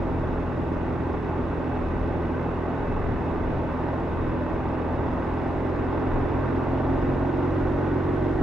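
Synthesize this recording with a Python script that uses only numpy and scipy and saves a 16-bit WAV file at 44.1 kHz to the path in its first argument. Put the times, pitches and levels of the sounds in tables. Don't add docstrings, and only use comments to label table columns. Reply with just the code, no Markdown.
import sys
import numpy as np
from scipy import signal
from scipy.fft import rfft, irfft, next_fast_len
from scipy.io import wavfile
from scipy.ndimage import uniform_filter1d, map_coordinates

SR = 44100
rng = np.random.default_rng(int(sys.argv[2]) if len(sys.argv) > 2 else 0)


def boost_factor(decibels):
    exponent = np.asarray(decibels, float) / 20
    return 10 ** exponent


def waveform_to_disk(signal):
    frames = np.transpose(np.atleast_2d(signal))
    scaled = np.clip(frames, -1, 1) * 32767
    samples = np.round(scaled).astype(np.int16)
    wavfile.write(sys.argv[1], SR, samples)


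N = 371322
LEFT_RIGHT = np.array([[1], [-1]])


def unit(x):
    return x / np.sqrt(np.mean(x ** 2) + 1e-20)


def along(points, hz):
    f, v = np.transpose(points)
    return np.interp(np.log(hz + 1), np.log(f + 1), v)


def curves(rows):
    s, *cols = np.transpose(rows)
    return [np.interp(np.arange(N) / SR, s, c) for c in cols]


def wobble(rate):
    knots = rng.standard_normal(int(N * rate / SR) + 4)
    return map_coordinates(knots, [np.arange(N) * rate / SR])


def swell(s, half_s):
    return np.exp(-((np.arange(N) / SR - s) / (half_s + 0.014)) ** 2)


def filtered(x, response):
    margin = 4096
    edge = [(0, 0)] * (x.ndim - 1) + [(margin, margin)]
    m = next_fast_len(N + 3 * margin)
    wide = np.pad(x, edge, mode="reflect", reflect_type="odd")
    out = irfft(rfft(wide, m) * response(np.fft.rfftfreq(m, 1 / SR)), m)
    return out[..., margin:margin + N]


def evened(x, share):
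    envelope = np.abs(signal.hilbert(x.mean(axis=0), next_fast_len(N))[:N])
    return unit(x / (uniform_filter1d(envelope, size=1500) + .05) ** share)


# f/Hz, correlation
LIKENESS = [(60, 1), (110, 0.89), (190, 0.76), (330, 0.82), (580, 0.92), (850, 0.85), (1080, 0.65),
            (1320, 0.8), (1820, .62), (3210, 0.73), (5000, .68), (7000, 0.99)]
# f/Hz, left-right level/dB
BALANCE = [(20, 1.4), (100, 1.2), (150, .5), (230, -.5), (350, -2.5), (550, -2), (850, -1.5), (1330, -.5),
           (2060, -1.6), (3210, -1), (5000, -1), (7000, 0)]
# f/Hz, left lead/rad
LEFT_LEAD = [(20, -.1), (200, -.2), (430, -.5), (1210, .2), (1460, -.6), (1720, 0), (1980, -.5),
             (2240, -.3), (2500, .4), (2840, -.9), (3360, -.9), (7000, 0)]


def rush(spectrum, gate=1, patchy_db=0):
    z = signal.stft(gate * rng.standard_normal((2, N)), nperseg=1024)[2]
    patches = uniform_filter1d(rng.standard_normal(z.shape[1:]), size=5, axis=0)
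    patches = unit(uniform_filter1d(patches, size=8, axis=1))
    pair = signal.istft(z * boost_factor(patchy_db * patches), nperseg=1024)[1][:, :N]

    def spread(hz):
        angle = np.arccos(np.clip(along(LIKENESS, hz), 0, 1)) / 2
        return boost_factor(along(spectrum, hz)) * [np.cos(angle), np.sin(angle)]

    def aim(hz):
        gain = boost_factor(LEFT_RIGHT * along(BALANCE, hz) / 2)
        return gain * np.exp(.5j * LEFT_RIGHT * along(LEFT_LEAD, hz))

    mid, side = filtered(pair, spread)
    return unit(filtered(mid + LEFT_RIGHT * side, aim))


# t/s, crank f/Hz
CRANK_SPEED = [(0.0, 41.9), (0.6, 41.88), (1.5, 41.68), (2.6, 41.61), (3.2, 41.48), (3.9, 41.54),
               (4.8, 41.86), (5.4, 42.4), (6.2, 43.33), (7.0, 44.39), (7.6, 45.25), (8.42, 46.31)]


def crank():
    crank_hz, = curves(CRANK_SPEED)
    return crank_hz, np.cumsum(crank_hz) / SR


SPEED_STAGES = [41.8, 43.2, 44.3, 45.8]


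def at_speed(crank_hz, levels):
    return np.interp(crank_hz, SPEED_STAGES, levels)


# crank order, level/dB at each of the four speeds
EXHAUST_ORDERS = [(0.5, -60, -60, -62, -64), (1, -42.5, -42, -37, -39), (1.5, -61, -55, -52, -53),
                  (2, -35, -34, -32, -33), (3, -39.5, -36, -33.5, -34), (3.5, -53, -58, -56, -43),
                  (4, -40, -45, -47, -44), (4.5, -50, -54, -56, -65), (5, -54, -49, -43, -42),
                  (5.5, -52, -44, -41, -42), (6, -40.5, -36, -33, -37.5), (6.5, -46, -49, -66, -56),
                  (7, -45, -40, -37, -33), (7.5, -46, -43, -50, -46), (8, -42, -42, -34.5, -33.5),
                  (8.5, -53, -54, -49, -42), (9, -50, -38.5, -50, -54), (10, -43.5, -44.5, -46, -47)]
# level/dB at each of the four speeds, lead on the sum/rad
ORDER_SIDES = [(-80, -73, -82, -88, -0.2), (-77, -61, -80, -69, 1.3), (-76, -62, -64, -63, -0.3),
               (-56, -55, -53, -61, -0.8), (-57, -57, -79, -77, -1.4), (-80, -79, -60, -54, -2.0),
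               (-57, -56, -53, -53, -0.6), (-56, -56, -55, -52, -1.5), (-74, -54, -51, -62, 1.5),
               (-54, -54, -51, -54, 3.1), (-54, -55, -52, -59, -1.6), (-54, -57, -60, -57, -1.4),
               (-55, -46, -43, -44, -2.8), (-51, -48, -48, -46, -2.3), (-49, -40, -38, -36, -2.0),
               (-59, -60, -56, -50, -2.4), (-55, -49, -55, -53, -2.6), (-55, -52, -64, -57, -1.9)]


def exhaust(crank_hz, turns):
    out = np.zeros((2, N))
    for (order, *levels), (*side_levels, ahead) in zip(EXHAUST_ORDERS, ORDER_SIDES):
        flicker_db = order * (.08 + .13 * wobble(7)) + .5 * wobble(4) * (order < 4)
        timing = .25 + (.02 + 2 * (order % 1)) * rng.random()
        silencer_lag = .43 * order ** 2
        angle = 2 * np.pi * (order * turns + timing) - silencer_lag + .025 * order * wobble(3)
        mid = boost_factor(at_speed(crank_hz, levels)) * np.sin(angle)
        side = boost_factor(at_speed(crank_hz, side_levels)) * np.sin(angle + ahead)
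        out += np.sqrt(2) * boost_factor(flicker_db) * (mid + LEFT_RIGHT * side)
    return out


# f/Hz, level/dB
RASP_SPECTRUM = [(90, -45), (150, -11.5), (200, -8.5), (228, -7.5), (240, -4.5), (262, -4), (310, -6.5),
                 (390, -5), (440, -8), (520, -17), (800, -60), (3000, -140)]


def rasp(crank_hz, turns):
    level_db = -32.5 - 0.2 * (crank_hz - SPEED_STAGES[0]) + 0.1 * wobble(8.3)
    puff = 1 + .25 * np.cos(2 * np.pi * turns)
    return boost_factor(level_db) * evened(rush(RASP_SPECTRUM, puff, patchy_db=.4), share=.5)


# f/Hz, level/dB
HEAD_METAL = [(1500, -17.5), (3000, -0.5), (4200, -8.5), (5000, -11.5), (6000, -14), (7000, -18.5),
              (8500, -22.5), (10300, -31), (11400, -29), (12500, -27.5), (13500, -36), (15000, -51)]
# share of the two-turn cycle, knock level/dB, tick level/dB
SEATINGS = [
    (.06, -2.5, -5),
    (.34, -4, 1.5),
    (.66, -0.5, -2),
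    (.87, -10.5, -7.5),
]


def valves(crank_hz, turns):
    knock, tick = .8, .9
    for share, knock_db, tick_db in SEATINGS:
        since = (turns / 2 - share + .012 * wobble(18)) % 1
        knock = knock + boost_factor(knock_db + 2.7 * wobble(30) - 60 * since / 0.55)
        tick = tick + boost_factor(tick_db + 2 * wobble(30) - 60 * since / .5)
    knock = uniform_filter1d(knock, size=90)
    tick = np.roll(uniform_filter1d(tick, size=90), 60)

    def treble(hz):
        return 1 / (1 + (6000 / (hz + 1)) ** 6)

    low = filtered(rush(HEAD_METAL, knock), lambda hz: np.sqrt(1 - treble(hz)))
    high = filtered(rush(HEAD_METAL, tick), lambda hz: np.sqrt(treble(hz)))
    level_db = -64 + .4 * (crank_hz - SPEED_STAGES[0]) + .4 * wobble(6)
    return boost_factor(level_db) * (low + high)


SHAFT_HUM = [(-49, -50, -50, -50), (-50, -38.5, -39, -36.5), (-56, -50, -55, -56)]
RATTLE_LEVELS = [-62, -54, -57, -50.5]
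# f/Hz, level/dB
CASING_RING = [(400, -30.5), (600, -3), (1000, 1.5), (1400, -0.5), (1900, -4.5), (2600, -15), (3500, -29),
               (6000, -62.5), (15000, -120)]


def driveline(crank_hz, turns):
    shaft_turns = 3.065 * turns
    hum = 0
    for k, levels in enumerate(SHAFT_HUM, start=1):
        hum = hum + boost_factor(at_speed(crank_hz, levels) + wobble(1.8)) * np.sin(2 * np.pi * k * shaft_turns)
    pattern = rng.standard_normal((3, 2, 512))
    pattern = pattern[:, :1] + .5 * pattern
    pattern = (pattern[0] + 0.58 * pattern[1:]).reshape(2, -1)
    teeth = pattern[:, (turns * 512).astype(int) % 1024]
    rattle = unit(filtered(teeth, lambda hz: boost_factor(along(CASING_RING, hz))))
    hum = np.sqrt(2) * hum * boost_factor(.8 * LEFT_RIGHT)
    return hum + boost_factor(at_speed(crank_hz, RATTLE_LEVELS)) * rattle


# crank order, level/dB at each of the four speeds
GEAR_WHINES = [(62.9, -66, -78, -82, -82), (59.8, -66, -74, -82, -82), (45.8, -63, -60, -66, -70),
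               (41, -72, -59, -57, -57), (32.5, -66, -58, -56, -54)]


def gears(crank_hz, turns):
    out = 0
    for order, *levels in GEAR_WHINES:
        backlash = 1.3 * np.array([wobble(60), wobble(60)])
        level_db = at_speed(crank_hz, levels) + 2.2 * wobble(12)
        out = out + np.sqrt(2) * boost_factor(level_db) * np.sin(2 * np.pi * order * turns + backlash)
    return out


# t/s, tyre roar level/dB
TUBE_ROAR = [(0.0, -34.5), (2.1, -34), (3.2, -33), (4.2, -34), (6.0, -31.5), (6.6, -31.5), (7.9, -32.5),
             (8.42, -34)]
# t/s, swell level/dB
ONCOMING = [
    (2.6, 0),
    (3.9, 1),
    (4.6, 0.5),
    (5.7, 0),
    (6.5, 0.1),
]


def traffic():
    roar_db, = curves(TUBE_ROAR)
    roar_db = roar_db + sum(db * swell(s, .25) for s, db in ONCOMING)
    hiss_db = -45 + 0.67 * (roar_db - TUBE_ROAR[0][1])
    return roar_db, hiss_db


# f/Hz, level/dB
ROAR_SPECTRUM = [(250, -20.5), (400, -4), (500, -1), (620, 0.5), (700, -4), (850, -1), (1100, -6),
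                 (1300, -12), (1600, -30), (2500, -60.5), (6000, -140)]
# f/Hz, level/dB
HISS_SPECTRUM = [(700, -47.5), (1200, -4), (1500, -1.5), (1700, -5), (2000, -8), (2400, -13.5),
                 (2900, -17.5), (3100, -25), (3800, -27), (4500, -34), (7000, -58), (14000, -91)]


def tunnel(turns):
    roar_db, hiss_db = traffic()
    throb = 1 + 0.087 * np.cos(2 * np.pi * turns) + 0.055 * np.cos(np.pi * turns)
    roar = boost_factor(roar_db + 0.12 * wobble(8.2)) * rush(ROAR_SPECTRUM, throb, patchy_db=-0.98)
    hiss = boost_factor(hiss_db + 0.3 * wobble(6.5)) * rush(HISS_SPECTRUM, throb, patchy_db=0.54)
    return roar + hiss


# f/Hz, level/dB
BUFFET_SPECTRUM = [(8, -37.5), (16, -11), (24, -4), (33, -1), (44, -5), (62, -12.5), (95, -41), (300, -140)]
# f/Hz, level/dB
FLUTTER_SPECTRUM = [(25, -41), (45, -3.5), (65, -3), (100, -6.5), (150, -12), (220, -25.5), (400, -58),
                    (1500, -140)]
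# t/s, level/dB, half length/s
WAKE_GUSTS = [(0.203, -35, 0.14), (0.694, -43, 0.12), (.9, -41, .06), (1.15, -41, 0.058), (1.45, -41, 0.06),
              (1.956, -30.5, 0.16), (2.22, -41, 0.055), (2.93, -30.5, .08), (3.08, -29.5, 0.075),
              (3.47, -30.5, 0.12), (4.12, -37, 0.046), (4.26, -31, 0.065), (4.5, -41, 0.043),
              (4.576, -40, .06), (5.09, -41.5, 0.098), (5.3, -44, 0.089), (5.57, -41, 0.063),
              (5.8, -43.5, 0.039), (6.17, -25, 0.063), (6.338, -37, 0.055), (6.45, -41, .06),
              (6.708, -40, 0.081), (6.943, -35, 0.079), (7.12, -35, 0.087), (7.65, -32.5, 0.094),
              (8.026, -41, 0.069), (8.2, -40, 0.072), (8.41, -34, 0.055)]


def wind():
    gust = sum(boost_factor(db) * swell(s, half_s) for s, db, half_s in WAKE_GUSTS)
    eddies = boost_factor(-39) * (gust / boost_factor(-35)) ** 0.5
    eddies = uniform_filter1d(eddies, size=4000) + boost_factor(-43)
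    buffet = evened(rush(BUFFET_SPECTRUM), share=.8)
    flutter = evened(rush(FLUTTER_SPECTRUM, patchy_db=3.5), share=0.99)
    thump = (boost_factor(-2.0) * gust + boost_factor(-47.5)) * buffet
    return thump + eddies * boost_factor(1.5 * wobble(6)) * flutter


# f/Hz, width/Hz, left level/dB, right level/dB
SHELL_MODES = [(1560, 90, 5, 2), (2000, 140, 1, 2), (2620, 100, 3, 3.5), (2880, 120, 3, 3),
               (3440, 110, 2, 6), (3770, 160, 6, 6), (5060, 120, 8, 8), (5330, 150, -3, -3),
               (5540, 110, 2, 4), (6065, 110, 6, 5), (6430, 110, 3, 4)]
# f/Hz, width/Hz, left level/dB, right level/dB
BODY_ECHOES = [(403, 14, -3, -3), (448, 14, -3, -3), (1625, 45, -4, -4), (2470, 140, -2, -2),
               (2985, 90, -3, -3), (3470, 120, 1.5, 1.5), (3800, 120, -1.5, -1.5), (990, 60, -1, -1),
               (1050, 50, 0, 1.5), (1190, 60, 2, 1.5), (1290, 90, -2, -2), (1440, 60, -2, 0),
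               (1490, 120, 0, 1.8), (1670, 90, -2.5, -1.5), (1760, 50, 1.5, 1.5), (1900, 60, .6, 2.2),
               (1960, 50, -1.5, -1), (2150, 50, 1.5, -1), (2300, 250, -3, 1.5), (2410, 60, -2.5, 1),
               (2500, 80, 2.2, 0), (2710, 70, 0, -3), (3080, 150, -1, -2), (3220, 120, 2.2, 1),
               (3630, 80, -6, -4), (3900, 250, -2.2, 1.5), (4040, 60, -1, -3.5), (4650, 150, -2, -2),
               (4900, 100, -4, -1), (5700, 200, -5, 2), (6220, 130, -2.5, -2.5)]
# f/Hz, width/Hz, level/dB
PORT_MESH = [(6880, 120, 2), (7190, 140, 5), (8300, 200, 3), (8570, 100, -2), (8750, 120, 3),
             (9130, 100, -2.5), (9530, 300, 6), (10700, 150, 5), (10830, 70, -6), (10960, 70, 9),
             (12000, 500, 4), (12740, 90, -3), (13000, 200, 6), (13220, 70, -4), (13340, 150, 7),
             (13570, 70, -5), (13680, 100, 3), (13900, 300, -2)]


def housing(hz):
    def bell(centre, width):
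        return 1 / (1 + (2 * (hz - centre) / width) ** 2)

    gain_db = sum(db * bell(f, width) for f, width, db in PORT_MESH)
    for f, width, left_db, right_db in SHELL_MODES + BODY_ECHOES:
        gain_db = gain_db + np.array([[left_db], [right_db]]) * bell(f, width)
    return boost_factor(gain_db)


def scene():
    crank_hz, turns = crank()
    engine = exhaust(crank_hz, turns) + rasp(crank_hz, turns) + valves(crank_hz, turns)
    engine = engine + driveline(crank_hz, turns) + gears(crank_hz, turns)
    return engine + tunnel(turns) + wind()


def top_cut(x):
    return signal.sosfilt(signal.butter(12, 13780, fs=SR, output="sos"), x)


def record(dry):
    opening = np.minimum(np.arange(N) / (.001 * SR), 1)
    return top_cut(opening * filtered(dry, housing))


dry = scene()
out = record(dry)
waveform_to_disk(out)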